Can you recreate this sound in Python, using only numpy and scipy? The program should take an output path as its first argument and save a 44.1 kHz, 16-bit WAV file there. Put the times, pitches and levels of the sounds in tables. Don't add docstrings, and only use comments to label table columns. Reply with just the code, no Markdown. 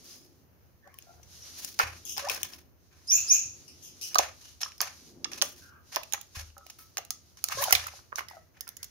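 import sys
import numpy as np
from scipy import signal
from scipy.fft import rfft, irfft
from scipy.io import wavfile
from scipy.ndimage import uniform_filter1d

SR = 44100
rng = np.random.default_rng(int(sys.argv[2]) if len(sys.argv) > 2 else 0)


def how_loud(loudness_db):
    steps = np.asarray(loudness_db, float) / 20
    return 10 ** steps


def inscribe(sig):
    pcm = np.round(np.clip(np.atleast_2d(sig).T, -1, 1) * 32767)
    wavfile.write(sys.argv[1], SR, pcm.astype(np.int16))


N = 392490


def level(x, db):
    return x * how_loud(db) / np.sqrt(np.mean(x ** 2))


def shape(points, hz):
    f, db = np.transpose(points)
    return np.interp(np.log(hz + 1), np.log(f + 1), db)


def causal(db):
    cepstrum = irfft(db * np.log(10) / 20)
    half = cepstrum.shape[-1] // 2
    cepstrum[..., 1:half] *= 2
    cepstrum[..., half + 1:] = 0
    return np.exp(rfft(cepstrum))


def colour(x, points):
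    gain = how_loud(shape(points, np.fft.rfftfreq(N, 1 / SR)))
    return irfft(rfft(x) * gain, N)


def walk(rate_hz):
    hold = int(SR / rate_hz)
    steps = np.repeat(rng.standard_normal(N // hold + 1), hold)
    return 2.11 * uniform_filter1d(uniform_filter1d(steps, hold), hold)[:N]


def grains(count):
    size_db = 2.5 * np.minimum(rng.exponential(size=(count, N)), 6)
    return rng.standard_normal((count, N)) * how_loud(size_db)


# (time [s], left microphone late by [samples], left minus right [dB])
STAND = [(0, -17, 4), (3.2, -16, 14), (4.2, -11.5, -7.5), (4.7, 0, -5), (6.2, 11, -13), (6.8, -6, -4.5),
         (7.7, 12.5, -15.5), (8.9, 7, -8)]


def place(times_s, peak_db, pan_db, waves):
    size = waves.shape[1]
    out = np.zeros((2, N + size + 64))
    when_s, lag_samples, _ = np.transpose(STAND)
    lags = np.interp(times_s, when_s, lag_samples)
    for s, db, pan, lag, wave in zip(times_s, peak_db, pan_db + 0 * times_s, lags, waves):
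        for side, sign in enumerate((1, -1)):
            at = max(int(s * SR + sign * lag / 2), 0)
            out[side, at:at + size] += wave * how_loud(db + sign * pan / 2) / np.abs(wave).max()
    return out[:, :N]


def blows(table, t60_s, size, spread, push_cycles, pan_db):
    s, db, hz = np.transpose(table)[:, :, None]
    t = np.arange(size) / SR
    chance = rng.standard_normal((len(s), 3))
    modes = 0
    for k in (-1, 0, 1):
        mode_hz = hz * (1 + spread * k * (1 + 0.37 * chance[:, [k + 1]]))
        modes = modes + np.sin(2 * np.pi * mode_hz * t) * (1 - abs(k) * 0.67)
    swell = 1 - np.exp(-t * hz / push_cycles)
    decay = np.exp(-np.log(1000) * t / t60_s)
    return place(s[:, 0], db[:, 0], pan_db, modes * swell * decay)


def voice(notes, partials_db, rough, shake_hz, tremble_db, lag_samples, pan_db, throat_hz=20000):
    out = np.zeros(N)
    wobble, tremble = walk(shake_hz), how_loud(tremble_db * walk(350))
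    for note in notes:
        a, b = max(int(note[0][0] * SR), 0), int(note[-1][0] * SR)
        s, hz, db = np.transpose(note)
        t = np.arange(a, b) / SR
        pitch = np.interp(t, s, hz)
        phase = 2 * np.pi * np.cumsum(pitch * (1 + rough * wobble[a:b])) / SR
        tone = 0
        for k, partial_db in enumerate(partials_db, 1):
            throat = 1 / (1 + (k * pitch / throat_hz) ** 6)
            tone = tone + how_loud(partial_db) * np.sin(k * phase) * throat
        ends = signal.windows.tukey(b - a, .15)
        out[a:b] += tone * how_loud(np.interp(t, s, db)) * ends * tremble[a:b]
    return np.array([np.roll(out, int(lag_samples)) * how_loud(pan_db / 2), out * how_loud(-pan_db / 2)])


def sung(calls, course, swell=1):
    rising = np.array(course, float)
    falling = np.c_[1 - rising[::-1, :2], rising[::-1, 2]]
    notes = []
    for s, long, first, last, db in calls:
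        path = rising if last >= first else falling
        notes.append([(s + long * at, first + (last - first) * up, db + swell * under)
                      for at, up, under in path])
    return notes


# (time [s], peak [dB], brightest [Hz], length [ms])
CRACKS = [(0.9414, -37.5, 1820, 0.95), (0.9871, -28, 2460, 0.4), (1.6465, -21, 6700, 1.5),
          (2.3462, -25, 5220, 2.7), (2.4316, -12, 6200, 0.39), (4.78, -37.5, 5320, 0.9),
          (4.815, -5, 6110, 0.37), (6.2124, -30.5, 6630, 1.2), (6.58, -34, 6950, 1.13),
          (6.665, -34.5, 2800, 1.3), (7.0496, -34, 6750, 1.2), (7.106, -10.5, 6655, 0.35),
          (7.4406, -9.5, 6800, 0.64), (7.639, -10.5, 3173, 2.3), (1.822, -28, 6870, 1.2),
          (7.707, -22, 6670, 2.8), (7.7248, 1.5, 5560, 2.9), (7.8686, -26.5, 6520, 2.1),
          (8.2994, -37.5, 5140, 1.2), (8.6077, -23, 5200, 1.2), (8.6773, -31, 5180, 1.1),
          (8.69, -22.5, 4800, 0.496), (8.768, -29, 6740, 1.5), (8.8306, -20.5, 6600, 1.13),
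          (8.8424, -29.5, 6640, 2.7)]
TAPS = [(0.8744, -48, 2010, 1.7), (1.0233, -38, 6500, 1.3), (1.2306, -41.5, 6200, 2.4),
        (1.79, -16.5, 5000, 2.3), (2.1733, -24, 5940, 0.73), (2.1799, -17, 3100, 0.51),
        (2.286, -26, 5400, 2.5), (2.2974, -15.5, 2550, 1.8), (4.145, -18.5, 5600, 1.3),
        (4.1543, -16, 4460, 3), (4.1847, -4, 6000, 0.66), (4.188, -8, 6150, 1.4), (5.4213, -6, 5800, 0.92),
        (5.9603, -10, 3020, 0.41), (6.0328, -32, 2530, 1.8), (6.124, -22.5, 6760, 0.6),
        (6.135, -15, 6700, 0.87), (6.699, -33.5, 6240, 2.3), (6.971, -13, 6480, 0.6),
        (6.9793, -21.5, 6280, 2.5), (7.4863, -20.5, 7126, 0.71), (7.7507, -10.5, 4100, 3.3),
        (8.2846, -35, 5140, 1.78), (8.1581, -22.5, 5870, 0.38), (4.0125, -30, 5330, 1),
        (4.606, -35, 5500, 0.93)]
STEPS = [(2.1665, -35, 5600, 0.87), (2.5341, -40, 5340, 2.5), (3.1127, -33, 3520, 2.5),
         (4.632, -20, 5600, 0.96), (4.805, -15, 5920, 0.875), (5.244, -19.5, 5620, 2.7),
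         (5.333, -28.5, 5840, .9), (5.4161, -10, 3250, 0.244), (4.719, -40.5, 2680, 1.1),
         (6.502, -53, 2800, 1.1)]
# (frequency [Hz], density [dB/Hz])
SNAP = [(400, -13), (1000, -14), (2000, -11), (3500, -2.5), (6000, -8.5), (9000, -5.5), (13000, -10),
        (17000, -12)]


def clicks():
    s, db, hz, ms = np.transpose(CRACKS + TAPS + STEPS)
    treble_db = np.repeat([-3.5, -14, -33.5], [len(CRACKS), len(TAPS), len(STEPS)])
    t, f = np.arange(1024) / SR, np.fft.rfftfreq(1024, 1 / SR)
    chance = rng.standard_normal((len(s), len(t)))
    age = 1000 * t / np.clip(ms, .15, 2.2)[:, None]
    cracks = chance * np.abs(chance) ** 0.86 * age ** 0.46 * np.exp(-age)
    ring_db = 9 / (1 + ((f - hz[:, None]) / (.1 * hz[:, None])) ** 2)
    shelf_db = (treble_db[:, None] + 12) / (1 + (8000 / (f + 1)) ** 8)
    response = causal(shape(SNAP, f) + ring_db + shelf_db)
    when_s, _, stand_db = np.transpose(STAND)
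    return place(s, db, np.interp(s, when_s, stand_db), irfft(rfft(cracks) * response))


# (time [s], peak [dB], frequency [Hz])
KNOCKS = [(1.797, -12, 1380), (1.809, -27.5, 508), (2.177, -31.5, 834), (2.305, -29.5, 502),
          (2.374, -42, 502), (4.156, -11.5, 1220), (4.192, -25, 563), (4.629, -34, 1330), (4.66, -35, 1220),
          (4.817, -34.5, 702), (5.254, -35.5, 1210), (5.424, -30, 1130), (5.966, -26.5, 652),
          (6.134, -30, 823), (6.177, -38, 1276), (6.97, -32.5, 1205), (7.107, -38.5, 1251),
          (7.44, -36, 1314), (7.497, -34, 1227), (7.521, -26, 1190), (7.654, -29, 947),
          (7.707, -18.5, 1404), (7.726, -6, 2045), (7.867, -27.5, 1330), (8.31, -41.5, 880),
          (2.376, -38, 1586), (2.181, -35, 1380), (6.662, -49.5, 680), (4.808, -28, 1200),
          (5.427, -29.5, 557), (7.752, -16.5, 2300), (7.728, -22.5, 738), (8.671, -43, 1395)]


def knocks():
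    return blows(KNOCKS, t60_s=0.018, size=4096, spread=0.322, push_cycles=1.7, pan_db=-4.5)


# (time [s], peak [dB], frequency [Hz])
TICKS = [(4.194, -13.5, 744), (5.966, -22, 972), (6.986, -32, 700), (7.937, -43, 761), (7.991, -46, 1220),
         (8.122, -40, 1280), (8.127, -29, 1190), (8.184, -25.5, 1510), (8.191, -31, 1200),
         (8.192, -28, 2100), (8.207, -32, 1170), (8.218, -41, 1280)]


def ticks():
    return blows(TICKS, t60_s=0.0077, size=1024, spread=0.43, push_cycles=1.0, pan_db=-11.0)


# (time [s], peak [dB], frequency [Hz])
PECKS = [
    (6.5669, -43.5, 1318),
    (6.61, -50, 1290),
    (6.69, -58, 1260),
    (6.79, -50, 1306),
    (6.566, -53, 563.5),
    (6.566, -54.5, 793),
]


def pecks():
    return blows(PECKS, t60_s=0.15, size=16384, spread=0.0526, push_cycles=0.91, pan_db=1.0)


# (time [s], level [dB], drag [ms], dull share [dB], treble [dB])
SCUFFS = [(1.79, -43.5, 86, 8, -2), (2.166, -44.5, 105, -1, -13), (2.299, -42, 98, -2, 13),
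          (2.444, -52, 105, -4, 18), (4.0116, -51.5, 140, -30, 17), (4.186, -39.5, 61.3, 6, -9.5),
          (4.607, -40, 45, -9.5, -16.5), (4.818, -47, 83, 1.5, -20), (5.316, -46.5, 71, -4, -3),
          (5.419, -44, 68, -10.5, 21), (4.411, -55.5, 95, -10.5, -7), (5.967, -51, 9.4, 16.5, -1),
          (6.14, -42, 10, 8.5, 23), (6.786, -58, 60, -6, 26), (7.371, -47, 15, -7.5, -20),
          (7.727, -41.5, 123, 1, -15.5), (8.156, -39, 35.6, -25, 10.5), (8.308, -66.5, 27, 7.5, -10),
          (8.67, -65, 26, 8.5, -5), (8.829, -48, 17, -14, 5), (5.56, -56.5, 103, -11.5, 8),
          (8.299, -61, 107, -7.5, 8)]
BRUSHES = [(.03, -64, 200, -9, 20.5), (1.3, -60.5, 110, -20, 5), (4.101, -62, 54, 8, -9),
           (1.568, -45.5, 148, -13, 17), (5.916, -39.5, 42, -4.5, -26), (6.347, -38.5, 50.5, -2.5, -3),
           (7.503, -32, 29, 2.5, 9), (7.611, -35, 29, 4, 30), (8.17, -56.5, 27, 18, -16),
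           (8.54, -71.5, 50, 9, -8.5), (2.901, -70.5, 120, 2.5, -5), (7.69, -35.5, 23, 4.5, 5)]
# (frequency [Hz], density [dB/Hz])
HUSK = [(700, -12.5), (1500, -53), (2900, -3.5), (4000, 5.5), (6000, 1.5), (9000, -1), (12000, -3),
        (17000, -24.5)]
# (frequency [Hz], density [dB/Hz])
TRAY = [(300, -38.5), (520, 3), (800, -1), (1250, 5), (1600, 2.5), (2500, 2.5), (3500, -12.5),
        (6000, -36.5)]


def scuffs():
    rasp = grains(count=3)
    rasp = (rasp[:2] + .7 * rasp[2]) * how_loud(2.5 * walk(150))
    husks, tray = level(colour(rasp, HUSK), 0), level(colour(rasp, TRAY), 0)
    treble = level(colour(rasp, [(7000, -38.0), (8500, 1.5), (17000, 6.5)]), -21.0)
    gains, age = np.zeros((3, N + SR)), np.arange(SR // 2) / SR
    for drags, rise_s in ((SCUFFS, .00027), (BRUSHES, 0.013)):
        for s, db, ms, dull_db, treble_db in drags:
            at = int(s * SR)
            share = how_loud(db + np.array([[0], [dull_db], [treble_db]]))
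            swell = 1 - np.exp(-age / rise_s)
            gains[:, at:at + len(age)] += share * swell * np.exp(-(1000 * age / ms) ** 1.62)
    return gains[0, :N] * husks + gains[1, :N] * tray + gains[2, :N] * treble


# (time [s], level [dB])
RUSTLE = [(0, -55.5), (.6, -84), (1.0, -67.5), (1.28, -67), (1.55, -45.5), (1.75, -62.5), (2.1, -55),
          (2.7, -89.5), (3.05, -62.5), (3.2, -43.5), (3.6, -59.5), (5.15, -59.5), (5.72, -86), (5.9, -54),
          (7.25, -72.5), (7.6, -40.5), (8.45, -83.5), (8.9, -60.5)]


def rustle():
    s, db = np.transpose(RUSTLE)
    flurry = how_loud(np.interp(np.arange(N) / SR, s, db))
    shifting = grains(count=2) * how_loud(2.5 * walk(18))
    husks = level(colour(shifting, HUSK), 0)
    tray = level(colour(shifting[::-1], TRAY), 0)
    return flurry * (husks + how_loud(-12.5) * tray)


# (time [s], peak [dB], frequency [Hz])
THUMPS = [
    (1.836, -35, 83.9),
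    (3.15, -47.5, 99.45),
    (3.456, -44.5, 92.4),
    (4.191, -43.5, 78),
    (6.37, -33, 77),
    (7.551, -42, 114.8),
    (7.733, -35.5, 81.9),
]


def thumps():
    return blows(THUMPS, t60_s=0.62, size=32768, spread=0.28, push_cycles=0.058, pan_db=2.5)


# (time [s], length [s], first [Hz], last [Hz], peak [dB])
CREAKS = [
    (2.22, 0.081, 557.7, 1181, -38.5),
    (2.33, .065, 690, 510.2, -54),
    (7.57, 0.074, 531, 1210, -34),
]
CREAK_PARTIALS_DB = [-63, -3.5, -10, -23.5]
# (share of length, share of glide, level [dB])
CREAK = [(0, 0, 0), (.2, 0, -3.5), (.55, .06, 1), (.75, .55, -1.5), (.9, .92, 0), (1, 1, -5.5)]
# (share of length, share of glide, level [dB])
CREAK_BUZZ = [(0, 0, -11), (.2, 0, -6), (.55, .06, -0.5), (.75, .55, -14), (.9, .92, -17.5), (1, 1, -20.5)]


def creaks():
    pure = voice(sung(CREAKS, CREAK), [0], rough=.005, shake_hz=400, tremble_db=2.03,
                 lag_samples=0, pan_db=-3.5)
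    buzz = voice(sung(CREAKS, CREAK_BUZZ), CREAK_PARTIALS_DB, rough=0.0038, shake_hz=260, tremble_db=3.0,
                 lag_samples=0, pan_db=-1.0, throat_hz=2300)
    return pure + buzz


# (time [s], length [s], first [Hz], last [Hz], peak [dB])
COOS = [
    (.845, 0.032, 560, 582, -61.5),
    (.87, .015, 650, 900, -65),
    (.895, 0.079, 1162, 1090, -66),
    (1.066, 0.056, 705, 688, -56),
    (1.12, .1, 760, 675, -66),
    (7.661, 0.028, 960, 627, -37),
    (8.325, 0.0655, 762, 614, -55.5),
]
# (share of length, share of glide, level [dB])
FLAT = [(0, 0, -5.5), (.3, .3, 0.5), (.7, .75, -1.5), (1, 0.91, -3)]


def coos():
    return voice(sung(COOS, FLAT), [0, -4, -25], rough=0.01, shake_hz=270, tremble_db=4.5,
                 lag_samples=-6, pan_db=3.0, throat_hz=1500)


# (time [s], length [s], first [Hz], last [Hz], peak [dB])
CHIRPS = [
    (3.07, .1, 4860, 7370, -21.5),
    (3.268, .088, 4754, 7373, -20.5),
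]
# (share of length, share of glide, level [dB])
WHISTLE = [(0, 0, -27), (.3, .28, -13), (.47, .45, -2), (.65, .67, 0), (.82, .88, -7), (1, 1, -13)]


def whistles():
    notes = sung(CHIRPS, WHISTLE)
    pure = voice(notes, [0], rough=.011, shake_hz=1500, tremble_db=1.5, lag_samples=-18, pan_db=-3)
    octave = voice(sung(CHIRPS, WHISTLE, swell=0.39), [-60, -22], rough=0.012, shake_hz=1500,
                   tremble_db=4.0, lag_samples=-16.5, pan_db=-5.5)
    breath = voice(notes, [-25, -27], rough=.08, shake_hz=3000, tremble_db=3, lag_samples=-18, pan_db=-3)
    return pure + octave + breath


# (time [s], length [s], first [Hz], last [Hz], peak [dB])
CHURRS = [
    (3.11, 0.09, 2507, 2720, -46.5),
    (3.29, .11, 2300, 2758, -47),
]
# (time [s], length [s], first [Hz], last [Hz], peak [dB])
PIPES = [
    (.04, .2, 4960, 5070, -62),
    (1.38, .08, 5517, 5740, -68),
]
# (share of length, share of glide, level [dB])
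ARCH = [(0, 0.019, -6), (.55, 0.68, -1), (1.001, 1, -19.5)]


def churrs():
    return voice(sung(CHURRS, ARCH), [0], rough=0.03, shake_hz=900, tremble_db=3,
                 lag_samples=-15.5, pan_db=1)


def pipes():
    return voice(sung(PIPES, ARCH), [0, -9], rough=0.0182, shake_hz=500, tremble_db=5,
                 lag_samples=-14.5, pan_db=1)


# (time
# [s], length [s], first [Hz], last [Hz], peak [dB])
CHATTER = [
    (.825, 0.056, 1750, 1680, -66.5),
    (.875, 0.037, 1950, 2250, -72.5),
    (5.6, 0.18, 1530, 1380, -65.5),
    (8.282, 0.021, 1800, 1930, -58),
    (8.606, .02, 2000, 1600, -63),
    (8.688, .02, 1900, 1700, -69.5),
    (8.78, 0.039, 1820, 1900, -68),
    (4.41, 0.079, 2950, 3000, -62.5),
    (3.068, 0.046, 6900, 7600, -53),
]


def chatter():
    return voice(sung(CHATTER, FLAT), [0, -15], rough=.05, shake_hz=500, tremble_db=2.5,
                 lag_samples=-5, pan_db=-2)


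# (time [s], length [s], pitch [Hz], level [dB])
SQUAWKS = [
    (.02, .16, 3200, -81.5),
    (1.299, .1, 3000, -88),
    (2.046, 0.1, 3300, -64.5),
    (2.926, 0.019, 2770, -91),
    (3.655, 0.0514, 2710, -74.5),
    (3.815, 0.072, 3060, -72.5),
    (4.01, 0.042, 2890, -59),
]


def squawks():
    notes = [[(s, .97 * hz, db), (s + long, 1.05 * hz, db + 0.5)] for s, long, hz, db in SQUAWKS]
    return voice(notes, [0.5, 7.5, 4.4, 5.0], rough=.07, shake_hz=890, tremble_db=4,
                 lag_samples=-10.5, pan_db=12.5)


def echo(x, db, t60_s, start_s):
    t = np.arange(SR) / SR
    noise = rng.standard_normal((2, SR))
    dull = signal.sosfilt(signal.butter(2, 7500, fs=SR, output="sos"), noise)
    fall = np.log(1000) * t / t60_s
    tail = dull * np.exp(-fall) + (noise - dull) * np.exp(-1.8 * fall)
    tail = tail * (1 - np.exp(-t / start_s))
    tail = tail / np.sqrt(np.sum(tail ** 2, axis=1, keepdims=True))
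    return how_loud(db) * signal.fftconvolve(x.mean(axis=0, keepdims=True), tail, axes=1)[:, :N]


# (time [s], hold [s], level [dB])
DRONE = [
    (-.1, 0.34, -61.5),
    (1.53, 1, -63),
    (3.29, 0.88, -65),
    (5.073, 0.32, -52),
]


def swells():
    t = np.arange(N) / SR
    strength, rise_s, fall_s = how_loud(-70), 0.051, 0.12
    for s, hold, db in DRONE:
        rise = 1 / (1 + np.exp(np.clip((s - t) / rise_s, -50, 50)))
        strength = strength + how_loud(db) * rise * np.exp(-np.maximum(t - s - hold, 0) / fall_s)
    return strength


# (frequency [Hz], width [Hz], level [dB])
DRONE_MODES = [(258, 66, 3.5), (351.4, 20, 1.5), (165, 10, -3.5), (296, 450, 6.5)]


def drone():
    f = np.fft.rfftfreq(N, 1 / SR)
    modes = sum(how_loud(db) / np.sqrt(w) / (1 + (2 * (f - hz) / w) ** 2) for hz, w, db in DRONE_MODES)
    noise = rng.standard_normal(N) + .6 * rng.standard_normal((2, N))
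    return level(irfft(rfft(noise) * modes, N), -2.3) * swells()


# (frequency [Hz], density [dB/Hz])
AIR = [(15, -74.5), (25, -49), (56, -2.5), (85, 4), (111, -5), (128, -5.5), (197, -12.5), (300, -21.5),
       (483, -19), (7920, -43.5), (15200, -31.5), (16500, -52.5)]


def rumble():
    shared, own = rng.standard_normal(N), rng.standard_normal((2, N))
    bass = signal.sosfilt(signal.butter(1, 500, fs=SR, output="sos"), shared)
    return level(colour(own + .6 * bass, AIR), -59.5) * how_loud(0.8 * walk(4))


def scene():
    near = clicks() + knocks() + ticks() + pecks() + scuffs() + creaks() + coos()
    near = signal.sosfilt(signal.butter(3, 400, "high", fs=SR, output="sos"), near)
    far = whistles() + churrs() + pipes() + chatter() + squawks()
    cage = echo(near, db=-6, t60_s=0.064, start_s=0.00015)
    room = echo(near, db=-12, t60_s=0.28, start_s=0.015)
    far_room = echo(far, db=7, t60_s=0.41, start_s=0.0032)
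    return near + far + cage + room + far_room + thumps() + rustle() + drone() + rumble()


def top_cut(x):
    return signal.sosfilt(signal.butter(12, 16670, fs=SR, output="sos"), x)


# (frequency [Hz], gain [dB])
MIC = [(20, -5), (2900, 2.5), (3600, -2), (4500, 1), (6300, 8), (7100, 1), (7450, -9), (8300, -6.5),
       (9500, -1), (15600, 4), (16100, -14.5), (17000, -51.5)]


def record(dry):
    response = irfft(causal(shape(MIC, np.fft.rfftfreq(1024, 1 / SR))))
    heard = signal.fftconvolve(dry, response[None], axes=1)[:, :N]
    limit = .8
    mix = limit * np.tanh(heard / limit)
    return top_cut(mix)


dry = scene()
out = record(dry)
inscribe(out)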